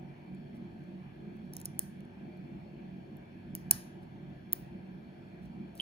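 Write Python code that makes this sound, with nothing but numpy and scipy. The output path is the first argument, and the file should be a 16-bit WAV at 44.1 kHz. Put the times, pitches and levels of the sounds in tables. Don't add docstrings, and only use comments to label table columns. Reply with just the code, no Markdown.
import sys
import numpy as np
from scipy import signal
from scipy.fft import rfft, irfft, next_fast_len
from scipy.io import wavfile
from scipy.ndimage import uniform_filter1d, map_coordinates

SR = 44100
rng = np.random.default_rng(int(sys.argv[2]) if len(sys.argv) > 2 else 0)


def dump(signal):
    limited = np.clip(np.atleast_2d(signal).T, -1, 1)
    pcm = np.round(limited * 32767).astype(np.int16)
    wavfile.write(sys.argv[1], SR, pcm)


N = 256220
SIDES = np.array([[.5], [-.5]])


def amp(db):
    return 10 ** (np.asarray(db) / 20)


def along(points, hz, column=1):
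    rows = np.transpose(points)
    return np.interp(np.log(hz + 1), np.log(rows[0] + 1), rows[column])


def filtered(x, response):
    size = next_fast_len(x.shape[-1] + 8192)
    spectrum = rfft(x, size) * response(np.fft.rfftfreq(size, 1 / SR))
    return irfft(spectrum, size)[..., :x.shape[-1]]


def add(track, s, sound):
    part = track[..., round(s * SR):][..., :sound.shape[-1]]
    part += sound[..., :part.shape[-1]]


def each_unit(rows):
    return rows / np.linalg.norm(rows, axis=-1, keepdims=True)


def ring(hz, t60, rise, t):
    return np.sin(2 * np.pi * hz * t) * amp(-60 * t / t60) * (1 - np.exp(-t / rise))


# f/Hz, likeness (correlation), left minus right level/dB
PORT_FIELD = [(49.87, 0.52, 2.5), (167.8, 0.93, -3.5), (340, 0.88, 1), (450, 0.14, 1.5), (650, -0.39, 5),
              (970, -0.73, 0), (1606, .3, 0.5), (3000, 0.72, 0.5), (5670, 0.32, -1), (7050, .35, -1),
              (8000, 0.91, -1), (11000, 0.98, 0), (15060, 0.94, 0)]


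def at_ports(pair, alike):
    def mid_and_side(hz):
        turn = np.arccos(np.clip(along(alike, hz), -1, 1)) / 2
        return np.array([np.cos(turn), np.sin(turn)])

    mid, side = filtered(pair, mid_and_side)
    lean = lambda hz: amp(along(PORT_FIELD, hz, column=2) * SIDES)
    return filtered(np.array([mid + side, mid - side]), lean)


# f/Hz, width/Hz, spectral level/dB per Hz
ROOM_MODES = [(57, 28, -80.5), (98.9, 8.5, -72.5), (146.7, 33.4, -67), (185.3, 19.6, -63),
              (212.2, 24.5, -70), (235.5, 39.2, -71.5), (309.5, 51, -78.5), (343.7, 22, -72.5),
              (566.3, 16, -84), (609.6, 8, -82), (679.2, 12, -80.5), (732.7, 13.6, -80), (1645, 350, -95),
              (2350, 220, -96), (3300, 672, -105), (4320, 420, -107.5)]
# f/Hz, spectral level/dB per Hz
AIR_RUSH = [(25, -130), (33, -115), (45, -90.5), (75, -84), (380, -80.5), (450, -89.5), (900, -91.5),
            (1100, -102), (2600, -101), (3800, -114), (5200, -116), (6500, -124), (9000, -122),
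            (12600, -124), (13400, -132), (14600, -133), (15600, -141)]
# f/Hz, likeness (correlation), left lead/ms ahead of the lag in record()
VENT_FIELD = [(30, 0.85, -.4), (70, .9, -0.27), (177.8, 1, -0.56), (347, 0.82, -0.2), (455.3, 0.18, 0.37),
              (1020, 0.11, 0.21), (1630, 0.51, 0.16), (3474, 0, 0.1895), (4740, 0.7, 0.22),
              (6000, 0.35, 0.084), (7060, 0.46, -0.0082), (8450, 1, 0), (11000, 0.81, 0.028),
              (15000, 0.52, -0.21)]
# t/s, level/dB, of which only the departure from the mean is used
HUM_SWELL = [(0.0, -49), (0.61, -50), (1.65, -49), (1.97, -50.5), (2.34, -48.5), (3.3, -50), (3.51, -47.5),
             (3.96, -51.5), (4.43, -49), (5.26, -51), (5.53, -49), (5.81, -49.5)]
HUM_TOP_HZ = 420
PATCHY_DB = 1.53


def air_handler():
    z = signal.stft(rng.standard_normal((2, N)), nperseg=1024)[2]
    field = rng.standard_normal(z.shape[1:])
    field = uniform_filter1d(field, size=8, axis=0)
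    field = uniform_filter1d(field, size=10, axis=1)
    patches = amp(PATCHY_DB * field / field.std())
    pair = signal.istft(z * patches, nperseg=1024)[1][:, :N]

    def colour(f):
        modes = sum(amp(2 * db) / (1 + (2 * (f - c) / width) ** 2) ** 3 for c, width, db in ROOM_MODES)
        power = modes + amp(2 * along(AIR_RUSH, f))
        return np.sqrt(power * SR / 2)

    lead = lambda f: np.exp(2j * np.pi * f * along(VENT_FIELD, f, column=2) / 1000 * SIDES)
    air = filtered(at_ports(filtered(pair, colour), VENT_FIELD), lead)
    s, level_db = np.transpose(HUM_SWELL)
    swell = amp(np.interp(np.arange(N) / SR, s, level_db - level_db.mean()))
    low_hum = filtered(air, lambda f: 1 / (1 + (f / HUM_TOP_HZ) ** 8))
    return air + (swell - 1) * low_hum


# f/Hz, relative level/dB, t60/s
BENCH_MODES = [(62, -4.5, .2), (88.8, -0.5, .15), (126, 7, 0.13)]
THUMP_S, THUMP_DB = 3.72, -43


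def bench():
    t = np.arange(SR // 2) / SR
    thump = sum(amp(level) * ring(hz, t60, 0.0087, t) for hz, level, t60 in BENCH_MODES)
    track = np.zeros(N)
    add(track, THUMP_S, amp(THUMP_DB) * thump)
    return track


# t/s, level/dB added to every wrench mode
WRENCH_SLIPS = [(5.7965, -52), (5.7994, -30), (5.8062, -37)]
# f/Hz, relative level/dB, t60/s
WRENCH_MODES = [(3118, 7.5, 0.0124), (4400, -35, 0.01)]
SLIP_HOLD_S = 0.0012


def wrench():
    t = np.arange(SR // 20) / SR
    track = np.zeros(N)
    for s, db in WRENCH_SLIPS:
        chirp = np.zeros(len(t))
        for hz, level, t60 in WRENCH_MODES:
            held = amp(60 * np.minimum(t, SLIP_HOLD_S) / t60)
            chirp += amp(level) * held * ring(hz, t60, 0.00021, t)
        add(track, s, amp(db) * chirp)
    later = np.pad(track, (5, 0))[:N]
    return np.array([amp(-3.0) * track, amp(1.0) * later])


# f/Hz, t60/s, rise/ms
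LOCK_RINGS = [(2250, 0.0038, 0.22), (3034, 0.0097, 0.67), (3943, 0.0048, 0.55), (4510, 0.0088, 0.9),
              (5200, .005, .5), (5800, 0.005, 0.4), (6900, 0.0055, 0.4995), (7800, 0.0098, 0.18),
              (8400, .004, .15), (8990, 0.0082, .15), (9560, 0.0054, .15), (11140, 0.0062, .15),
              (11700, .004, 0.27), (12900, 0.0047, 0.16), (14200, 0.0044, 0.16), (14800, 0.0046, 0.3),
              (15270, .005, .3), (16350, .003, .2)]
DETUNE = 0.011
SHORTEST_MS = .03


def rings():
    t = np.arange(SR // 50) / SR
    rows = []
    for k, (hz, t60, rise_ms) in enumerate(LOCK_RINGS):
        pitch = hz * (1 + rng.normal(0, DETUNE))
        rows.append((-1) ** k * ring(pitch, t60, max(rise_ms, SHORTEST_MS) / 1000, t))
    return each_unit(np.array(rows))


STRIKE_SHARES = [-30.5, -21.5, -22, -23, -15.5, -17.5, -9.5, -11, -7.5, -2, 1.5, -5, -5, -0.5, -6.5, -5,
                 -4.5, -20]
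PIVOT_HZ, TOPMOST_HZ = 9400, 15200
STANDS_OCT = .15


def received(db, bright, high_hz, high_db, low_hz, low_db, top_db):
    hz = np.transpose(LOCK_RINGS)[0]
    near = lambda pitch_hz: np.exp(-(np.log2(hz / pitch_hz) / STANDS_OCT) ** 2)
    tilt_db = bright * np.log2(hz / PIVOT_HZ)
    pitches_db = high_db * near(high_hz) + low_db * near(low_hz)
    return db + np.array(STRIKE_SHARES) + tilt_db + pitches_db + top_db * (hz > TOPMOST_HZ)


# f/Hz, relative level/dB, t60/s
VISE_MODES = [(198, -1.5, 0.046), (464.6, -9, 0.039), (700, -2, 0.024), (889, 2.5, .012),
              (1060, 3.5, 0.007), (1157, -4, 0.012), (1648, 2, 0.013), (1967, -2.5, 0.012),
              (2420, 0, 0.0076)]
# f/Hz, relative level/dB, t60/s
SHACKLE_MODES = [(1105, -8, 0.1992), (1575, -5, 0.45), (1752, -2.5, 0.34), (1924, -4, 0.28),
                 (2362, -9.5, 0.15), (2920, -10.5, 0.38), (3410, -9, .25), (4204, -7, .25),
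                 (4496, -8.5, .2), (5063, -5, 0.35), (5337, -5.5, 0.4), (6000, -7.5, .35), (6600, -6, .35)]
JOLT_DB, JOLT_GROWS = -20.5, 1
JOLT_LAG_S, JOLT_ROOM_DB = 0.001015, 2
JOLT_SPREAD_DB = 2.5
SHACKLE_DB = -6.5
RATTLE_HZ = 117


def jolts():
    t = np.arange(SR // 3) / SR
    shackle_rows = np.arange(len(SHACKLE_MODES))
    out = []
    for s, _, shaken_db, _, *contact in CONTACTS:
        energy_db = 20 * np.log10(np.linalg.norm(amp(received(*contact))))
        shake = each_unit(sum(amp(level + rng.normal(0, JOLT_SPREAD_DB)) * ring(hz, t60, 0.00075, t)
                              for hz, level, t60 in VISE_MODES))
        places = np.meshgrid(shackle_rows, t * RATTLE_HZ, indexing="ij")
        wavers = map_coordinates(rng.standard_normal((len(SHACKLE_MODES), 100)), places, order=1)
        rattle = each_unit(sum(amp(level) * waver * ring(hz, t60, 0.00397, t)
                               for waver, (hz, level, t60) in zip(wavers, SHACKLE_MODES)))
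        gain = amp(JOLT_DB + shaken_db + JOLT_GROWS * energy_db)
        near = gain * (shake + amp(SHACKLE_DB) * rattle)
        out.append((s + JOLT_LAG_S, near, gain * amp(JOLT_ROOM_DB) * shake))
    return out


# t/s, length/s, level/dB
PICK_SCRAPES = [(0.539, 0.043, -84.5), (0.638, .015, -97), (1.353, 0.02, -89), (1.447, 0.031, -91),
                (1.525, 0.04, -74), (1.569, .055, -72), (1.646, 0.017, -66), (4.012, 0.035, -88),
                (5.415, 0.063, -85.5), (5.747, 0.083, -75)]
DRAG_SHARES = [-15, -5.5, -4.5, -10, -8.5, -2, -11.5, -2.5, -8, -9, -1, -7, -9.5, -3.5, -9, -5.5, -10, -25]


def scrapes():
    out = []
    for s, length, db in PICK_SCRAPES:
        t = np.arange(round(length * SR)) / SR
        uneven = uniform_filter1d(rng.standard_normal(len(t)), size=40) * np.sqrt(40)
        grit = rng.standard_normal(len(t)) * amp(3.5 * uneven)
        stroke = np.sin(np.pi * t / length) ** .5
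        drag = amp(db) * signal.fftconvolve(grit * stroke, amp(DRAG_SHARES) @ rings())
        out.append((s, drag, drag))
    return out


# t/s, rise/ms, vise shaken level/dB, room share level/dB, common ring level/dB,
# brightness/dB per octave, high pitch f/Hz, its level/dB, low pitch f/Hz, its level/dB, topmost rings level/dB
CONTACTS = [(0.349, 0.2, 0, 0, -52.5, -5, 7710, 7, 4000, -1, -6),
            (0.5681, 0.2, -2, 0, -61, -6.2, 9000, 0, 3720, 12, -3),
            (0.792, 0.2, 2, 0, -67, -5, 12000, 6, 4000, -2, -6),
            (0.8383, 0.2, 0, 0, -60, -10, 9500, 0, 4810, 8, -6),
            (1.3689, 0.2, 0, 0, -59.5, -2.5, 14680, 8, 4030, 0, -3),
            (1.5355, 0.18, 0.5, 0, -41.5, -6, 9500, -2.5, 6000, 23, -3),
            (1.536, 0.1, 1, 2, -37, -5, 11000, 16, 6850, 3, 7),
            (1.5525, 0.2, -2, 0, -48, -7.5, 9500, -0.5, 6420, 19, -6),
            (1.567, 0.4, -1.5, -1, -23.5, 1.5, 11200, 0, 6130, 19.5, -0.5),
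            (1.595, 0.23, -12, -1, -55, -2.5, 9500, 0, 5220, 8.5, -3),
            (1.6011, 0.46, 1.5, 0.5, -36, 0, 15400, 1, 6000, 2.5, 4),
            (1.6147, 0.92, -1, 0.5, -33.5, -2, 11400, 5.5, 6680, 10.5, -5),
            (1.6494, 0.2, 0, -1, -38, 0.5, 9600, 2, 6600, 6.5, -6),
            (1.6555, 0.17, -3, -4, -20, 0.5, 9500, 5, 3300, -5, -7.5),
            (1.6585, 0.38, -1, -5, -33.5, -1, 14800, 4.5, 5600, 27, -1.5),
            (1.6661, 0.2, 1.5, 0.5, -45.5, -4.5, 9500, 0, 7380, 7, -6),
            (1.7875, 0.3, -1.5, 1, -57, -2.5, 9500, 5, 3980, 0, -4),
            (1.7924, 0.087, -4.5, 1.5, -12.5, 2, 12900, 3, 8400, 8.5, -2.5),
            (2.0056, 0.2, -3, 1, -53.5, -13.5, 11850, 12, 4000, 6, -2.5),
            (2.0516, 0.2, 1, 0, -58, -10, 10870, 5, 4000, 0, -3),
            (2.3733, 0.2, 0, 0, -61, -10, 11940, 13, 4000, -2, -3),
            (3.169, 0.1, 0, 0, -53.5, -2, 12440, 16, 5000, -6, -12),
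            (3.5514, 0.13, 2, 0.5, -21.5, -5, 11400, 10, 3883, -9, 12.5),
            (3.562, 0.2, 1, 0, -44, -4.5, 11700, 16.5, 4000, 0.5, -3.5),
            (3.71, 0.44, 0.5, -1.5, -2, 2, 11200, 5, 6950, 3, -3.5),
            (3.7111, 0.1, -2, 0.5, -5.5, -3.5, 12900, 7, 3000, -2, -2.5),
            (3.7113, 0.2, -2, 0, -4.5, 0, 9300, 5, 4010, 2.5, -2.5),
            (3.7136, 0.092, -2.5, -0.5, -10, 2.5, 14700, -3.5, 5740, -0.5, 6),
            (4.0251, 0.2, 0, 0, -62, -6, 10420, 9, 4000, 0, -3),
            (4.0315, 0.2, 0, 0, -57, -5, 9500, 0, 3880, 20, -3),
            (4.5254, 0.24, 11.5, 2, -27.5, -6, 11100, -1, 6900, -1, -4),
            (4.5312, 0.24, -9, 0, -13, 2.5, 11720, -7, 3697, 9, 17),
            (5.4576, 0.2, 1, 0, -56.5, -12, 9500, -5, 6000, 12, -3),
            (5.7533, 0.57, 1.5, 0, -43.5, 3, 14600, 1, 8000, 6, -8),
            (5.7605, 0.4, 3, 0, -57.5, -3, 9500, -3, 7800, 22, -6),
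            (5.777, 0.5, 4, -2, -41.5, -3, 14800, 8, 4500, 19, -5.5),
            (5.8001, 0.2, -6, 0, -47, -6, 14600, 12, 4400, 6, -1),
            (5.8022, 0.3, -6, -2, -49, 0, 12600, 14, 4400, 0, -6),
            (5.8068, 0.3, -6, 0, -42, -13, 9500, 12, 6400, 3, -6)]
FALL_S = .0005
LANDING_MS = .8


def clicks():
    t = np.arange(-150, 120) / SR
    out = []
    for s, rise_ms, _, room_db, *contact in CONTACTS:
        lock, gains = rings(), amp(received(*contact))
        quick_ms = max(rise_ms, SHORTEST_MS)
        envelope = np.exp(np.where(t < 0, 1000 * t / quick_ms, -t / FALL_S))
        chatter = envelope * rng.standard_normal(len(t))
        chatter[t == 0] = LANDING_MS / quick_ms
        near = each_unit(signal.fftconvolve(lock, [chatter], axes=1))
        out.append((s + t[0], gains @ near, amp(room_db) * gains @ lock))
    return out


# f/Hz, t60/s, level/dB
ROOM_DECAY = [(300, 0.46, -16.5), (1470, 0.25, -4), (2970, 0.75, -12), (5130, 0.28, -6), (6400, .45, -13.5),
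              (8000, 0.27, -21.5), (8914, 0.33, -18), (11000, 0.344, -21), (12700, 0.3, -20),
              (13980, 0.27, -19), (15710, 0.21, -23.5), (16600, 0.1922, -44)]
# f/Hz, further left lead/rad, left minus right level/dB
LOCK_FACING = [(300, 0, 0), (800, .8, 3), (1600, -.4, 3), (2200, -2.4, 0), (3000, -5.8, -2),
               (3900, -6.3, -4), (4500, -6.4, -4), (5100, -5.3, 0), (5900, -7.5, -2), (6300, -11.6, -3),
               (6900, -12.2, 0), (7500, -4 * np.pi, 0), (13300, -4 * np.pi, 0), (15000, -11.4, 0),
               (16000, -11.1, 0), (17000, -10.3, 0)]
ROOM_BUILDS_S = 0.0081


def room_tail():
    hz, t, z = signal.stft(rng.standard_normal((2, SR // 2)), SR, nperseg=256)
    t60 = along(ROOM_DECAY, hz)[:, None]
    decay = amp(along(ROOM_DECAY, hz, column=2)[:, None] - 60 * t / t60)
    build = 1 - np.exp(-t / ROOM_BUILDS_S)
    z = z * decay * build / np.sqrt(t60 * SR / np.log(1e6))
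    return at_ports(signal.istft(z, SR, nperseg=256)[1], PORT_FIELD)


def echoed(sounds):
    direct, track = np.zeros(N), np.zeros((2, N))
    for s, near, spread in sounds:
        add(direct, s, near)
        add(track, s + 0.0025, signal.fftconvolve(spread[None], room_tail(), axes=1))

    def facing(hz):
        phase = np.exp(1j * along(LOCK_FACING, hz) * SIDES)
        return phase * amp(along(LOCK_FACING, hz, column=2) * SIDES)

    return track + filtered(direct, facing)


def scene():
    lock = echoed(clicks() + scrapes() + jolts())
    return lock + bench() + wrench() + air_handler()


# f/Hz, phase/rad
TREBLE_SHADE = [(7000, .1), (8300, 0.65), (11000, 0.81), (13000, 1.1), (15500, 3.5)]
LEAD_S, TURN_HZ, LAG_S = 11.6 / 44100, 7000, 8 / 44100


def left_lag(hz):
    lead = LEAD_S * np.minimum(hz, TURN_HZ)
    lag = LAG_S * np.maximum(hz - TURN_HZ, 0)
    return 2 * np.pi * (lag - lead) + along(TREBLE_SHADE, hz)


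EDGE_HZ, TOP_HZ = 16400, 17300


def record(dry):
    lag = lambda hz: np.exp(-1j * left_lag(hz) * SIDES)
    edge = lambda hz: np.cos(np.pi / 2 * np.clip((hz - EDGE_HZ) / (TOP_HZ - EDGE_HZ), 0, 1)) ** 2
    return filtered(dry, lambda hz: lag(hz) * edge(hz))


dry = scene()
out = record(dry)
dump(out)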